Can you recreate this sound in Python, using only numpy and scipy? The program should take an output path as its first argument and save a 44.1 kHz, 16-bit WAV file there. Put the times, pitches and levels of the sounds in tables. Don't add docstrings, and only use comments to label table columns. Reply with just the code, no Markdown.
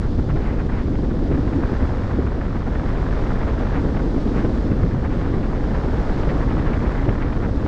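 import sys
import numpy as np
from scipy import signal
from scipy.fft import rfft, irfft, next_fast_len
from scipy.io import wavfile
from scipy.ndimage import uniform_filter1d, minimum_filter1d

SR = 44100
rng = np.random.default_rng(int(sys.argv[2]) if len(sys.argv) > 2 else 0)


def transcribe(signal):
    frames = np.atleast_2d(signal).T
    limited = np.clip(frames, -1, 1)
    pcm = np.round(limited * 32767).astype(np.int16)
    wavfile.write(sys.argv[1], SR, pcm)


N = 338584
TIME = np.arange(N) / SR


def from_db(db):
    return 10 ** (np.asarray(db) / 20)


def unit_rms(x):
    return x / np.sqrt(np.mean(x ** 2) + 1e-20)


def curve(rows):
    return np.interp(TIME, *np.transpose(rows))


def drift(corner_hz):
    hop, run_in = 40, 2000
    pole = np.exp(-2 * np.pi * corner_hz * hop / SR)
    white = rng.standard_normal(N // hop + run_in + 2)
    slow = signal.lfilter([1], [1, -2 * pole, pole * pole], white)[run_in:]
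    return np.interp(np.arange(N) / hop, np.arange(len(slow)), unit_rms(slow))


def coloured_noise(spectrum):
    size = next_fast_len(N)
    f_hz, level_db = np.transpose(spectrum)
    bins_hz = np.maximum(np.arange(size // 2 + 1) * SR / size, 1)
    gain = from_db(np.interp(np.log(bins_hz), np.log(f_hz), level_db))
    gain *= np.minimum(bins_hz / f_hz[0], 1) * np.minimum(f_hz[-1] / bins_hz, 1) ** 2
    return unit_rms(irfft(gain * rfft(rng.standard_normal(size)), size)[:N])


def grainy_noise(spectrum, grain_db):
    return unit_rms(coloured_noise(spectrum) * from_db(grain_db * np.tanh(drift(250))))


def steady(x, span_s):
    power = uniform_filter1d(x ** 2, max(int(span_s * SR), 2))
    return x / np.sqrt(np.maximum(power, 1e-12))


def puff(t_s, peak_db, sigma_s):
    return from_db(peak_db) * np.exp(-0.5 * ((TIME - t_s) / sigma_s) ** 2)


def rumble(trim_db, lumpy_db):
    # t/s, level/dB before trim
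    pressure = [(0, -21), (0.3, -19.5), (0.6, -21.5), (1.3, -21), (2.5, -23), (3.05, -20), (4.25, -21.5),
                (4.6, -21), (5.25, -21.5), (6.25, -20), (6.65, -20), (7.68, -22)]
    # f/Hz, level/dB
    spectrum = [(10, -7.5), (22, 1), (45, 0), (58, -0.5), (75, -4.5), (118, -8), (160, -13), (260, -30.5),
                (600, -66)]
    noise = coloured_noise(spectrum) * from_db(lumpy_db * drift(4.4))
    return from_db(curve(pressure) + trim_db) * steady(noise, span_s=0.11)


def buffeting(eddies, trim_db, lumpy_db, hollow_db):
    # t/s, level/dB before trim
    push = [(0, -26), (0.7, -27), (1.05, -24), (1.55, -23), (1.75, -28.5), (2.5, -27.5), (3.6, -27),
            (4.3, -22), (4.85, -25), (5.1, -24.5), (5.9, -26.5), (6.5, -25), (7.3, -26.5), (7.68, -25.5)]
    # t/s, level/dB
    low_mid_level = [(0, -41.5), (0.4, -34), (0.95, -36.5), (1.35, -34), (1.7, -34), (2.2, -36), (2.6, -39),
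                     (3.0, -36), (3.9, -32.5), (5.1, -34.5), (6.3, -31.5), (7.3, -36), (7.68, -33)]
    # f/Hz, level/dB
    beat_spectrum = [(60, -23), (120, 0), (170, 0.5), (225, 1.5), (285, -2), (380, -5.5), (480, -16),
                     (660, -23), (1000, -32), (2000, -47.5), (4000, -78)]
    hollow_spectrum = [(130, -18.5), (200, -5.5), (260, -1), (305, -1), (360, -10.5), (460, -22),
                       (800, -33.5)]
    low_mid_spectrum = [(280, -18.5), (400, 1.5), (490, 1), (660, -7.5), (1000, -17), (2000, -44.5)]
    push_db = curve(push) + trim_db
    swell_db = push_db - np.mean(push_db)
    lumps = from_db(lumpy_db * eddies)
    beat = steady(coloured_noise(beat_spectrum) * lumps, span_s=0.68)
    hollow = steady(coloured_noise(hollow_spectrum) * lumps, span_s=0.14)
    low_mids = steady(coloured_noise(low_mid_spectrum) * lumps, span_s=0.15)
    return (from_db(push_db - 0.4 * swell_db) * beat
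            + from_db(push_db + hollow_db + 0.75 * swell_db) * hollow
            + from_db(curve(low_mid_level)) * low_mids)


def rasp(eddies, trim_db, flutter_db, grain_db, edge_db):
    # t/s, level/dB before trim
    flow = [(0, -47.5), (0.95, -42.5), (1.3, -43), (1.75, -35.5), (2.3, -38.5), (2.8, -36.5), (3.6, -34),
            (4.1, -41), (4.6, -40.5), (5.4, -38), (6.1, -36.2), (6.65, -34.5), (7.0, -35.5), (7.3, -36),
            (7.55, -42), (7.68, -34)]
    # f/Hz, level/dB
    body_spectrum = [(250, -17.5), (500, 1.5), (900, 0.5), (1300, -3), (1750, -5.5), (2100, -11),
                     (2600, -21.5), (3500, -22.5), (6000, -56.5)]
    edge_spectrum = [(400, -11.5), (800, 5.5), (1300, 2.5), (1700, 1.5), (2200, -5), (2700, -9.5),
                     (3500, -28), (6000, -44.5)]
    flutter = from_db(flutter_db * np.tanh(0.55 * eddies + 0.45 * drift(35)))
    body = steady(flutter * grainy_noise(body_spectrum, grain_db), span_s=0.091)
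    edge = steady(flutter * grainy_noise(edge_spectrum, grain_db), span_s=0.13)
    return from_db(curve(flow) + trim_db) * (body + from_db(edge_db) * edge)


def wash(tumble_db, foam_trim_db, churn_db):
    # t/s, level/dB before trim
    waves = [(0, -55), (0.7, -56.5), (1.1, -56), (1.75, -54), (2.4, -57), (3.1, -54), (3.6, -54),
             (4.05, -54.5), (4.4, -52.5), (5.0, -56.5), (5.55, -55), (5.9, -52.5), (6.35, -52.5),
             (6.55, -54), (6.85, -54), (7.25, -55.5), (7.68, -55)]
    # f/Hz, level/dB
    tumble_spectrum = [(150, 1), (450, 5), (700, 0), (950, -1.5), (1300, -5.5), (1800, -13.5), (2600, -25),
                       (4000, -40.5)]
    foam_spectrum = [(500, -1), (1500, -0.5), (2500, 0), (3500, 2.5), (5000, -0.5), (6300, -7),
                     (7600, -12.5), (9000, -21.5), (10200, -26), (11200, -40.5), (13000, -42)]
    foam_db = curve(waves)
    swell_db = foam_db - np.mean(foam_db)
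    tumble = from_db(tumble_db + 2.3 * swell_db) * coloured_noise(tumble_spectrum)
    foam = from_db(foam_db + foam_trim_db) * coloured_noise(foam_spectrum)
    return from_db(churn_db * drift(12)) * (tumble + foam)


def flurries(grain_db):
    # t/s, flap level/dB, tear level/dB, sigma/s
    events = [(0.047, -39, -62, 0.028), (0.195, -36, -54, 0.005), (0.301, -33.5, -43.5, 0.011),
              (0.367, -36, -46, 0.0079), (0.477, -37.5, -44, 0.058), (0.602, -36.5, -45, 0.014),
              (0.698, -32, -48, 0.0051), (0.734, -39, -46, 0.018), (0.791, -36.5, -44.5, 0.025),
              (0.956, -38, -42, 0.0023), (1.11, -36, -52, .004), (1.322, -38, -43, 0.0072),
              (1.348, -36, -45, 0.0085), (1.38, -35, -57, 0.0047), (1.48, -36, -45, 0.0037),
              (1.535, -34, -45, 0.0049), (1.638, -29, -52, 0.004), (2.113, -33, -50, .006),
              (2.27, -36, -45, 0.0048), (2.415, -31, -48, 0.0036), (2.755, -33, -41, 0.0049),
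              (2.89, -37, -42, 0.0045), (3.173, -33, -46, 0.0044), (3.268, -36, -41, 0.0054),
              (3.433, -33, -46, .005), (3.759, -33.5, -44, 0.03), (3.949, -34, -50, .004),
              (3.97, -30.5, -42, 0.0045), (4, -35, -55, .005), (4.384, -33.5, -43.5, 0.031),
              (4.452, -30.5, -47, 0.0039), (4.719, -44, -40, 0.004), (4.836, -32, -42, 0.0032),
              (5.052, -33, -45, 0.0081), (5.127, -37, -47, 0.012), (5.219, -36, -42, .007),
              (5.253, -35.5, -47, 0.01), (5.342, -38, -49, 0.011), (5.44, -36.5, -44, 0.0086),
              (5.532, -31.5, -49, .004), (5.753, -31, -44, 0.0074), (5.977, -30.5, -47, .005),
              (6.234, -33, -40, .004), (6.3, -39, -36.5, 0.0084), (6.43, -33, -44, 0.0097),
              (6.504, -36, -42, 0.012), (6.594, -39, -41, 0.007), (6.675, -33, -47, .016),
              (6.738, -33, -35.5, 0.0056), (6.86, -35, -43, .011), (6.916, -32.5, -46, .01),
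              (6.982, -32.5, -43, 0.0092), (7.092, -34, -32, 0.0031), (7.22, -34, -36.5, 0.0085),
              (7.329, -35, -40, 0.0045), (7.443, -30.5, -46, 0.014)]
    # f/Hz, level/dB
    flap_spectrum = [(350, -11), (750, 3.5), (1200, 1), (1750, -3), (2200, -13.5), (3000, -28), (5000, -49)]
    tear_spectrum = [(1000, -10), (1900, 3.5), (2300, -0.5), (2800, -5.5), (3400, -15.5), (4200, -23),
                     (6500, -43)]
    flap = sum(puff(t_s, db, sigma_s) for t_s, db, _, sigma_s in events)
    tear = sum(puff(t_s, db, sigma_s) for t_s, _, db, sigma_s in events)
    flap *= steady(grainy_noise(flap_spectrum, grain_db), span_s=0.0079)
    tear *= steady(grainy_noise(tear_spectrum, grain_db), span_s=0.0097)
    return flap + tear


def thumps():
    # t/s, thump level/dB, knock level/dB, sigma/s
    hits = [(0.191, -18.5, -22.5, 0.0071), (0.346, -18, -32, 0.016), (1.314, -17.5, -25.5, 0.017),
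            (1.834, -14, -24, 0.012), (2.194, -15, -17.5, 0.0062), (2.248, -17.5, -34, 0.005),
            (2.276, -17, -30, 0.0058), (3.852, -24, -25.5, 0.02), (4.45, -17, -20, 0.0058),
            (4.717, -14, -22, 0.0055), (4.838, -12, -23, 0.012), (6.596, -20, -26, 0.0045),
            (7.089, -11.5, -20, 0.0057), (7.109, -13, -34, 0.0039)]
    # f/Hz, level/dB
    thump_spectrum = [(30, -18), (70, 2.5), (110, -0.5), (160, -9.5), (260, -12.5), (500, -33.5),
                      (1000, -65)]
    knock_spectrum = [(120, -15), (220, 0), (380, 2.5), (520, -6), (750, -16.5), (1500, -52)]
    thump = sum(puff(t_s, db, sigma_s) for t_s, db, _, sigma_s in hits)
    knock = sum(puff(t_s, db, sigma_s) for t_s, _, db, sigma_s in hits)
    thump *= steady(coloured_noise(thump_spectrum), span_s=0.014)
    knock *= steady(coloured_noise(knock_spectrum), span_s=0.006)
    return thump + knock


def roars():
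    # t/s, level/dB, f/Hz, sigma/s
    gusts = [(1.38, -27, 300, 0.032), (1.58, -24.5, 273, 0.049), (2.173, -24, 260, 0.026),
             (3.804, -23, 265, 0.04), (4.06, -30.5, 345, 0.049), (4.435, -28, 320, 0.032),
             (5.33, -35, 387, 0.087), (6.55, -25.5, 282, 0.065), (7.072, -25, 290, 0.027)]
    # ratio to pitch, level/dB
    band = [(0.5, -31.5), (0.8, -2), (1, 4), (1.25, -6), (2, -35.5)]
    sound = np.zeros(N)
    for t_s, peak_db, pitch_hz, sigma_s in gusts:
        noise = coloured_noise([(pitch_hz * ratio, db) for ratio, db in band])
        sound += puff(t_s, peak_db, sigma_s) * steady(noise, span_s=0.03)
    return sound


def limiter(x, ceiling_db, release_db_per_s, attack_s):
    span = max(int(attack_s * SR), 2)
    over_db = np.maximum(20 * np.log10(np.abs(x) + 1e-9) - ceiling_db, 0)
    ramp_db = release_db_per_s * TIME
    cut_db = np.maximum.accumulate(over_db + ramp_db) - ramp_db
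    return x * from_db(uniform_filter1d(minimum_filter1d(-cut_db, span), span))


def scene():
    eddies = drift(corner_hz=20.5)
    mix = rumble(trim_db=0.56, lumpy_db=-0.5)
    mix += buffeting(eddies, trim_db=-1.5, lumpy_db=1.37, hollow_db=-4.5)
    mix += rasp(eddies, trim_db=-0.2, flutter_db=2.0, grain_db=7.5, edge_db=-8.5)
    mix += wash(tumble_db=-41.5, foam_trim_db=3.0, churn_db=0.5)
    mix += flurries(grain_db=8.0) + thumps() + roars()
    return mix[None]


def record(dry):
    stop_db, stop_hz = 70, 13500
    limited = limiter(dry[0], ceiling_db=-7.4, release_db_per_s=150, attack_s=0.002)
    low_pass = signal.cheby2(12, stop_db, stop_hz, fs=SR, output="sos")
    return signal.sosfilt(low_pass, limited)[None]


dry = scene()
out = record(dry)
transcribe(out)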